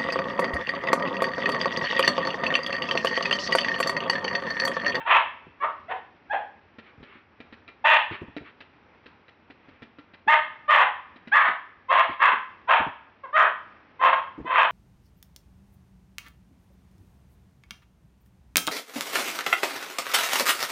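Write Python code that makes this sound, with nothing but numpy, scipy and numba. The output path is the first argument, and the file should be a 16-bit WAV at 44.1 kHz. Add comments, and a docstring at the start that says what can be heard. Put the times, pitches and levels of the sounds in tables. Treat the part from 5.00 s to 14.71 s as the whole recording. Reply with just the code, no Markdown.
"""A terrier is heard first, barking in short, hoarse yaps as it chases a plastic ball round a fenced garden.
Most barks open on a clearer pitch, then the folds roughen in the throat; a brief whine and a low growl join.
Dull bumps knock close by, the ball pats with a hollow thump, slap and ring, and paws scuff as shaped noise.
Echoes and noise tails answer from paving, fences and houses; faint outdoor air lies under it all.
A limiter holds down the loudest peaks, then they are rounded and the top is cut."""
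import sys
import numpy as np
from scipy import signal
from scipy.fft import rfft, irfft
from scipy.io import wavfile
from scipy.ndimage import uniform_filter1d, minimum_filter1d
from numba import njit

SR = 44100
rng = np.random.default_rng(int(sys.argv[2]) if len(sys.argv) > 2 else 0)


def pcm_store(signal):
    """Save signal as 16-bit PCM."""
    levels = np.round(np.clip(np.atleast_2d(signal), -1, 1) * 32767)
    wavfile.write(sys.argv[1], SR, levels.astype(np.int16).T)


N = 428211
T = np.arange(N) / SR

# The dog's calls: barks, a brief whine and a low growl; a bark may catch and surge again in its own row.
#   start t/s, length t/s, swell t/s, clear opening t/s, level/dB, fade by the end level/dB,
#   top pitch f/Hz, scoop from below/0-1, pitch drop by the end/0-1, roughness once broken/0-1,
#   depth of the one-in-three beat of the folds/ratio, first throat resonance f/Hz, second f/Hz,
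#   second while clear level/dB, second once rough level/dB, chest level/dB, open mouth level/dB,
#   huff at full roughness level/dB
CALL_GESTURES = [ (0, 0.035, 0.0011, .001, -26.5, 22, 475, 0.03, 0.23, 0.63, .8, 1060, 1660, -5.5, 4, -33, 1.5, -54.5),
                 (0.051, 0.14, 0.069, .012, -16, 6.5, 489.4, .1, 0, 0.95, .73, 1090, 1765, -9.5, -2, -10, -2, -44.5),
                 (0.599, 0.068, .044, 0.016, -21.5, 6.5, 580, 0.05, 0.1, 0.51, 1.7, 1166, 1787, -3, -11.5, -11.5, -20.5, -39),
                 (0.88, 0.064, 0.038, 0.014, -25.5, 16, 759, .18, 0.01, 0.9, 1.5, 856, 1700, -4, -3.5, -26, -6.5, -41),
                 (1.294, 0.076, 0.021, 0.025, -26, 6, 845.5, 0.08, 0.04, 0.72, 0.77, 884, 1580, 1, -6, 0.5, -10, -43),
                 (2.839, .132, 0.017, 0.0041, -12.5, 6, 939.4, 0.13, .06, 0.59, 2.44, 1012, 1860, -8.5, 2, -7, -0.5, -45.5),
                 (5.273, 0.071, .014, 0.019, -11, 4, 933.4, 0.15, .01, 0.59, 4, 1116, 1900, 0.5, 1.5, -6.5, -6.5, -50.5),
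                 (5.677, 0.16, 0.03, 0.015, -11.5, 9.5, 620.8, 0.1, .32, 0.63, 1.14, 1178, 1900, -5.5, -1, -12, -5.5, -50.5),
                 (6.314, 0.18, 0.02005, 0.021, -15, 9, 885.4, 0.2, 0.18, .7, 2, 1254, 1726, 10.5, -0.5, -12.5, -11, -55),
                 (6.882, 0.13, 0.03, 0.018, -16.5, 0.5, 544.7, .1, 0.06, 0.65, 0.64, 1117, 1743, -11.5, -5, -7.5, -8, -42.5),
                 (7.191, .15, 0.043, 0.0044, -13.5, 12.5, 533.9, 0, 0.02, 0.71, 0.65, 1190, 1660, -3.5, -2.5, -20.5, -6, -44),
                 (7.672, 0.13, 0.0344, 0.012, -15.5, 10, 516, .12, .15, 0.85, 1.3, 1080, 1510, -20.5, -5.5, -7.5, -5, -45),
                 (8.231, 0.031, 0.0094, 0.0077, -32.5, 7.5, 552, 0.02, 0.13, 0.17, .1, 1130, 1664, -21, -16, 2.5, -18.5, -42),
                 (8.326, .147, .05, .028, -13.5, 9, 638.3, 0.13, 0.14, .85, 0.81, 1235, 1614, -14, -3.5, -8, -9.5, -44),
                 (8.991, 0.11, 0.058, 0.0084, -15, 3, 526.5, 0.04, 0.01, 0.53, 0.84, 1083, 1695, -6.5, -7.5, -9, -9, -36.5),
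                 (9.117, .03, 0.017, .002, -13, 6.5, 528.8, 0.01, .03, 0.54, 1.17, 1150, 1690, -4, -8.5, -9, -8, -46),
                 (9.447, 0.1, 0.012, 0.011, -32.5, -9.5, 515, .04, 0, 0.54, 0.61, 1085, 1660, -8, -6, -5.5, -8.5, -43.5),
                 (9.528, 0.13, 0.041, .002, -16, 5, 524.8, .08, 0.02, .75, 0.43, 1154, 1626, -3, -5, -12.5, -4.5, -44.5),
                 ]
# Upper resonances of the open mouth: f/Hz, width of each filter pass f/Hz, level/dB
MOUTH_RESONANCES = [(2520, 715, 15.5), (3040, 760, 9.5), (3330, 680, -7.5)]
# Colour of the outdoor air: f/Hz, relative level/dB
AIR_COLOUR = [(15, -60), (25, -28), (91, -1.5), (124, -10.5), (247, -5.5), (714, -12.5), (813, -10),
              (2560, -16), (2850, -21.5), (3110, -23), (4390, -32.5), (5710, -37.5), (9660, -120)]
# Echoes from paving, house wall and fences: delay t/s, level/dB
WALL_ECHOES = [(.0026, -21.5), (.0075, -17), (.021, -20), (0.036, -17), (0.05, -14), (0.093, -29.5)]
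# Dull bumps close by: start t/s, body level/dB, deep thud level/dB (both before envelope and layer trim)
BUMP_HITS = [(0.465, -41, -49.5), (1.975, -59, -47), (2, -60, -45), (2.151, -43.5, -61),
             (3.108, -26.5, -37), (3.215, -27, -39), (3.276, -38.5, -46), (3.408, -38, -44.5),
             (5.266, -31.5, -63), (6.483, -33.5, -56), (7.09, -30.5, -45), (7.329, -36, -66),
             (7.8, -24.5, -39), (7.863, -29.5, -39.5), (9.378, -26.5, -57), (9.399, -31.5, -37.5),
             (9.444, -29, -73.5)]
# Ball pats: start t/s, hollow thump level/dB, slap level/dB (both before layer trim)
BALL_PATS = [(1.784, -38, -51.5), (2.028, -41, -53.5), (2.402, -38.5, -53), (2.525, -39.5, -53.5),
             (2.678, -49, -51), (3.365, -28, -45.5), (3.604, -45, -49), (4.059, -42, -53),
             (4.281, -56, -56.5), (4.5, -41, -55.5), (4.684, -43.5, -61.5), (4.821, -33.5, -51.5),
             (4.985, -40.5, -55.5), (5.136, -49, -53), (6.16, -43.5, -58), (6.273, -36, -51)]
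# Ring of the ball: f/Hz, mean relative level/dB, decay by 60 dB t/s
BALL_RING = [(935, -32.5, 0.026), (1250, -6, 0.14), (1370, 5.5, 0.17), (1720, -11.5, 0.12),
             (1830, 12, 0.0095), (2380, 2.5, 0.12), (2530, -1, 0.012), (3430, -19, .05), (3885, 6, 0.035)]
# Colour of the ball's slap: f/Hz, relative level/dB
SLAP_SPECTRUM = [(240, -22), (400, -4), (799, -12), (1530, -9.5), (1850, -0.5), (2090, -7.5), (2410, -7),
                 (2850, -8.5), (4390, -19.5), (5710, -34), (9660, -120)]
# Paws scuffing the ground: start t/s, length t/s, mid-scuff level/dB
PAW_SCUFFS = [(1.818, 0.12, -54.5), (2.018, 0.22, -53), (3.105, 0.07, -36), (3.433, 0.085, -49),
              (4.547, 0.36, -64.5), (7.078, 0.079, -41)]
# Colour of the scuffs: f/Hz, relative level/dB
SCUFF_SPECTRUM = [(240, -30), (400, 2.5), (609, -30.5), (660, -15.5), (1180, 3.5), (1990, 1), (2150, 5),
                  (3450, -8.5), (4390, -18.5), (5710, -45.5), (9660, -120)]

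# What all calls share: they start soft, and the mouth opens as they go
CHEST_HZ, CHEST_WIDTH_HZ = 717, 252
ATTACK_CYCLES = 7.5  # top-pitch cycles until the voice is fully on, so high yelps start sharpest
SOFT_START_DB = -16  # below the top of the swell
BREAK_S = 0.017  # from clear to fully rough
SCOOP_S = 0.03556  # length of the climb in pitch
DROP_CURVE = 1.4  # above 1 the pitch falls faster towards the end
THROAT_FOLLOW, SECOND_FOLLOW = 0.67, 0.31  # powers by which the two throat resonances follow the pitch
MOUTH_OPEN_S, MOUTH_SHUT_DB = 0.027, -9.5  # time constant; upper resonances are muffled at first
JAW_SHIFT = 0.064  # share by which the half-shut jaw lowers the first resonance
PUSH_BRIGHT = 0.13  # dB of extra brightness for each dB of pressure
HEAVE_DB, HEAVE_HZ = 3, 30.2  # uneven push of air, at full roughness
GARDEN_DB, AIR_SWELL_DB = -58.5, 1.3
TOP_HZ = 8300


def undb(db):
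    """Decibels to gain."""
    return 10 ** (np.asarray(db) / 20)


def unit(x):
    """Scale to rms 1."""
    return x / np.sqrt(np.mean(x ** 2))


def steady(x, size=700):
    """Hold the short-time rms at 1 over a window of size samples."""
    return x / np.sqrt(uniform_filter1d(x ** 2, size) + 1e-12)


def add(out, start, x):
    """Mix x into out from a start time in seconds."""
    i = max(int(start * SR), 0)
    out[i:i + len(x)] += x[:len(out) - i]


@njit
def band(x, hz, width):
    """State-variable band-pass whose centre may move every sample."""
    y, b, l = np.empty(len(x)), 0., 0.
    for i in range(len(x)):
        g, k = np.tan(np.pi * hz[i] / SR), width / hz[i]
        v = (b + g * (x[i] - l)) / (1 + g * (g + k))
        b, l, y[i] = 2 * v - b, l + 2 * g * v, k * v
    return y


def resonate(x, hz, width):
    """A resonance applied twice, for steep skirts."""
    hz = hz * np.ones(len(x))
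    once = band(x, hz, float(width))
    return band(once, hz, float(width))


def cut(x, hz, kind, order=2):
    """Low-pass or high-pass."""
    return signal.sosfilt(signal.butter(order, hz, kind, fs=SR, output="sos"), x)


def flutter(n, hz):
    """Random motion up to a rate, rms 1."""
    return unit(cut(rng.standard_normal(n), hz, "low"))


def noise(points, n):
    """Noise coloured by a curve of f/Hz, level/dB points, rms 1."""
    hz, db = np.transpose(points)
    f = np.maximum(np.fft.rfftfreq(n, 1 / SR), 1)
    colour = undb(np.interp(np.log(f), np.log(hz), db))
    return unit(irfft(rfft(rng.standard_normal(n)) * colour, n))


def fade(t, t60):
    """A decay of 60 dB in t60."""
    return np.exp(-np.log(1000) * t / t60)


def gesture(t, length_s, swell_s, clear_s, fade_db, scoop, drop):
    """Pressure swells, pitch scoops up and folds break: (level dB, pitch ratio, breaking 0-1, brightness dB)."""
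    swell = np.sin(np.pi / 2 * np.clip(t / swell_s, 0, 1)) ** 2
    spent = np.clip((t - swell_s) / (length_s - swell_s), 0, 1)
    push_db = SOFT_START_DB * (1 - swell) - fade_db * spent
    climb = 1 - scoop * np.maximum(1 - t / SCOOP_S, 0) ** 2
    bend = climb * (1 - drop * spent ** DROP_CURVE)
    broken = np.clip((t - clear_s) / BREAK_S, 0, 1)
    gape_db = MOUTH_SHUT_DB * np.exp(-t / MOUTH_OPEN_S) + PUSH_BRIGHT * push_db
    return push_db, bend, broken, gape_db


def folds(hz, rough, thirds, jitter=0.051, wander=0.0299, shimmer=0.62, rasp=1.0, slope=0.29):
    """Vocal fold pulses; with roughness their timing and size scatter and every third one stands out."""
    n = len(hz)
    unsteady = jitter * rough * flutter(n, 214) + wander * np.sqrt(rough) * flutter(n, 53.3)
    phase = 2 * np.pi * np.cumsum(hz * (1 + unsteady)) / SR
    pulses = unit(sum(np.cos(k * phase) / k ** slope for k in np.arange(1, 10)))
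    beat = np.cos(phase / 3)
    size = 1 + rough * (thirds * beat + shimmer * flutter(n, 490))
    # air tears through the open folds once a cycle
    air = unit(cut(rng.standard_normal(n), 2200, "low") * (1 + np.cos(phase)))
    return pulses * size * (1 - rough / 2) + rasp * rough * air


def call(row, first_width_hz=560, second_width_hz=540, quiver=0.056, release_s=0.0041,
         opening_rough=.15, hiss_db=-64):
    """The folds drive throat resonances that follow the pitch, and upper ones that emerge as the mouth opens."""
    (_, length_s, swell_s, clear_s, top_db, fade_db, top_hz, scoop, drop, hoarse, thirds,
     first_hz, second_hz, clear_db, broken_db, chest_db, open_db, huff_db) = row
    t = np.arange(0, length_s + release_s, 1 / SR)
    push_db, bend, broken, gape_db = gesture(t, length_s, swell_s, clear_s, fade_db, scoop, drop)
    rough = np.clip(hoarse * (opening_rough + (1 - opening_rough) * broken), 0, 1)
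    level_db = top_db + push_db + HEAVE_DB * rough * flutter(len(t), HEAVE_HZ)
    source = cut(folds(top_hz * bend, rough, thirds), 590, "high", order=6)

    # the soft throat walls shake under a rough voice and move the throat and mouth resonances
    shake = 1 + quiver * rough * flutter(len(t), 50)
    jaw = 1 - JAW_SHIFT * np.exp(-t / MOUTH_OPEN_S)
    first = resonate(source, first_hz * jaw * bend ** THROAT_FOLLOW * shake, first_width_hz)
    second = resonate(source, second_hz * bend ** SECOND_FOLLOW * shake, second_width_hz)
    chest = resonate(source, CHEST_HZ, CHEST_WIDTH_HZ)
    body = steady(first + undb(chest_db) * chest)
    second_db = clear_db + (broken_db - clear_db) * broken
    body = steady(body + undb(second_db) * steady(second))
    mouth = steady(sum(undb(db) * resonate(source, f * shake, width) for f, width, db in MOUTH_RESONANCES))
    voice = steady(cut(body + undb(open_db + gape_db) * mouth, 3168, "low", order=6))

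    # air hisses past the teeth, and a low huff goes with soft and loud calls alike
    hiss = undb(hiss_db) * unit(resonate(rng.standard_normal(len(t)), 6700, 2100))
    huff = undb(huff_db) * rough * unit(resonate(rng.standard_normal(len(t)), 503, 290))
    attack = np.clip(t * top_hz / ATTACK_CYCLES, 0, 1)
    release = np.clip((t[-1] - t) / release_s, 0, 1)
    return ((voice + hiss) * undb(level_db) + huff) * attack * release


def terrier():
    """The dog's barks, a brief whine and a low growl; a bark may catch and surge again in its own row."""
    out = np.zeros(N)
    for row in CALL_GESTURES:
        add(out, row[0], call(row))
    return out


def garden():
    """Faint outdoor air: coloured noise, swelling a little."""
    level_db = GARDEN_DB + AIR_SWELL_DB * flutter(N, 1.8) + .5 * flutter(N, 23)
    return noise(AIR_COLOUR, N) * undb(level_db)


def walls(x, near_db=-9, near_t60=0.4, far_db=-27, far_t60=0.97, build_s=0.0077):
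    """Distinct echoes, scatter between the fences, and a faint long tail from the houses around."""
    t = T[:SR]
    build = 1 - np.exp(-t / build_s)
    near = unit(cut(rng.standard_normal(SR), 6200, "low")) * fade(t, near_t60) * build
    far = unit(cut(rng.standard_normal(SR), 5800, "low")) * fade(t, far_t60) * build
    # the one-second tails are scaled by energy
    response = (undb(near_db) * unit(near) + undb(far_db) * unit(far)) / np.sqrt(SR)
    for delay, db in WALL_ECHOES:
        add(response, delay, undb([db]))
    return signal.fftconvolve(x, response)[:N]


def bumps(t60=0.11, body_db=-4, deep_db=4):
    """Soft knocks close by: a short boxy rumble over a deep thud, both decaying resonant noise."""
    out, t = np.zeros(N), T[:SR // 4]
    envelope = fade(t, t60) * (1 - fade(t, 0.025))
    for start, mid_db, low_db in BUMP_HITS:
        body = steady(resonate(rng.standard_normal(len(t)), 280, 220))
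        deep = steady(resonate(rng.standard_normal(len(t)), 95, 140))
        knock = undb(mid_db + body_db) * body + undb(low_db + deep_db) * deep
        add(out, start, knock * envelope)
    return out


def ball(thump_hz=255, thump_t60=0.077, slap_t60=0.076, thump_db=-1, slap_db=4, ring_db=-10):
    """Each pat flexes the shell with a hollow thump; the skin scrapes as it flattens and the air inside rings."""
    out, t = np.zeros(N), T[:SR // 4]
    contact_s = .011  # the slap holds this long before it decays
    press = np.minimum(10 * t / contact_s, 1)  # fully on after a tenth of the contact
    for start, low_db, high_db in BALL_PATS:
        pitch = thump_hz * (1 + 0.062 * rng.standard_normal())
        hollow = .5 * unit(resonate(rng.standard_normal(len(t)), 280, 380))
        thump = (np.sin(2 * np.pi * pitch * t) + hollow) * fade(t, thump_t60)
        ring = np.zeros(len(t))
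        for f, db, t60 in BALL_RING:
            strength = undb(db + 3.9 * rng.standard_normal())
            ring += strength * np.sin(2 * np.pi * f * t) * fade(t, t60)
        grit = undb(2.5 * flutter(len(t), 200))
        slap = noise(SLAP_SPECTRUM, len(t)) * fade(np.maximum(t - contact_s, 0), slap_t60) * grit
        low = undb(low_db + thump_db) * thump
        high = undb(high_db + slap_db) * (slap + undb(ring_db) * ring)
        add(out, start, press * (low + high))
    return out


def paws():
    """Gritty swishes as the dog skids and turns: coloured noise that rises and falls with a fast flutter."""
    out = np.zeros(N)
    for start, length, db in PAW_SCUFFS:
        n = int(length * SR)
        swish = np.sin(np.linspace(0, np.pi, n))
        grit = undb(db + 0.87 * flutter(n, 120))
        add(out, start, noise(SCUFF_SPECTRUM, n) * swish * grit)
    return out


def scene(ground_wet_db=-7):
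    """Dog and ball between the garden walls, over still air; sounds at ground level stir the walls less."""
    dog = terrier()
    ground = ball() + paws()
    answer = walls(dog + undb(ground_wet_db) * ground)
    return (dog + ground + answer + bumps() + garden())[None]


def record(dry, limit=0.58, ceiling=0.59, size=660):
    """A fast limiter (window in samples) holds peaks down, the last are rounded off, and the top is cut."""
    gain = np.minimum(limit / (np.abs(dry) + 1e-9), 1)
    held = dry * uniform_filter1d(minimum_filter1d(gain, size), size)
    rounded = held / (1 + (held / ceiling) ** 8) ** (1 / 8)
    return signal.sosfilt(signal.ellip(8, .2, 70, TOP_HZ, fs=SR, output="sos"), rounded)


dry = scene()
out = record(dry)
pcm_store(out)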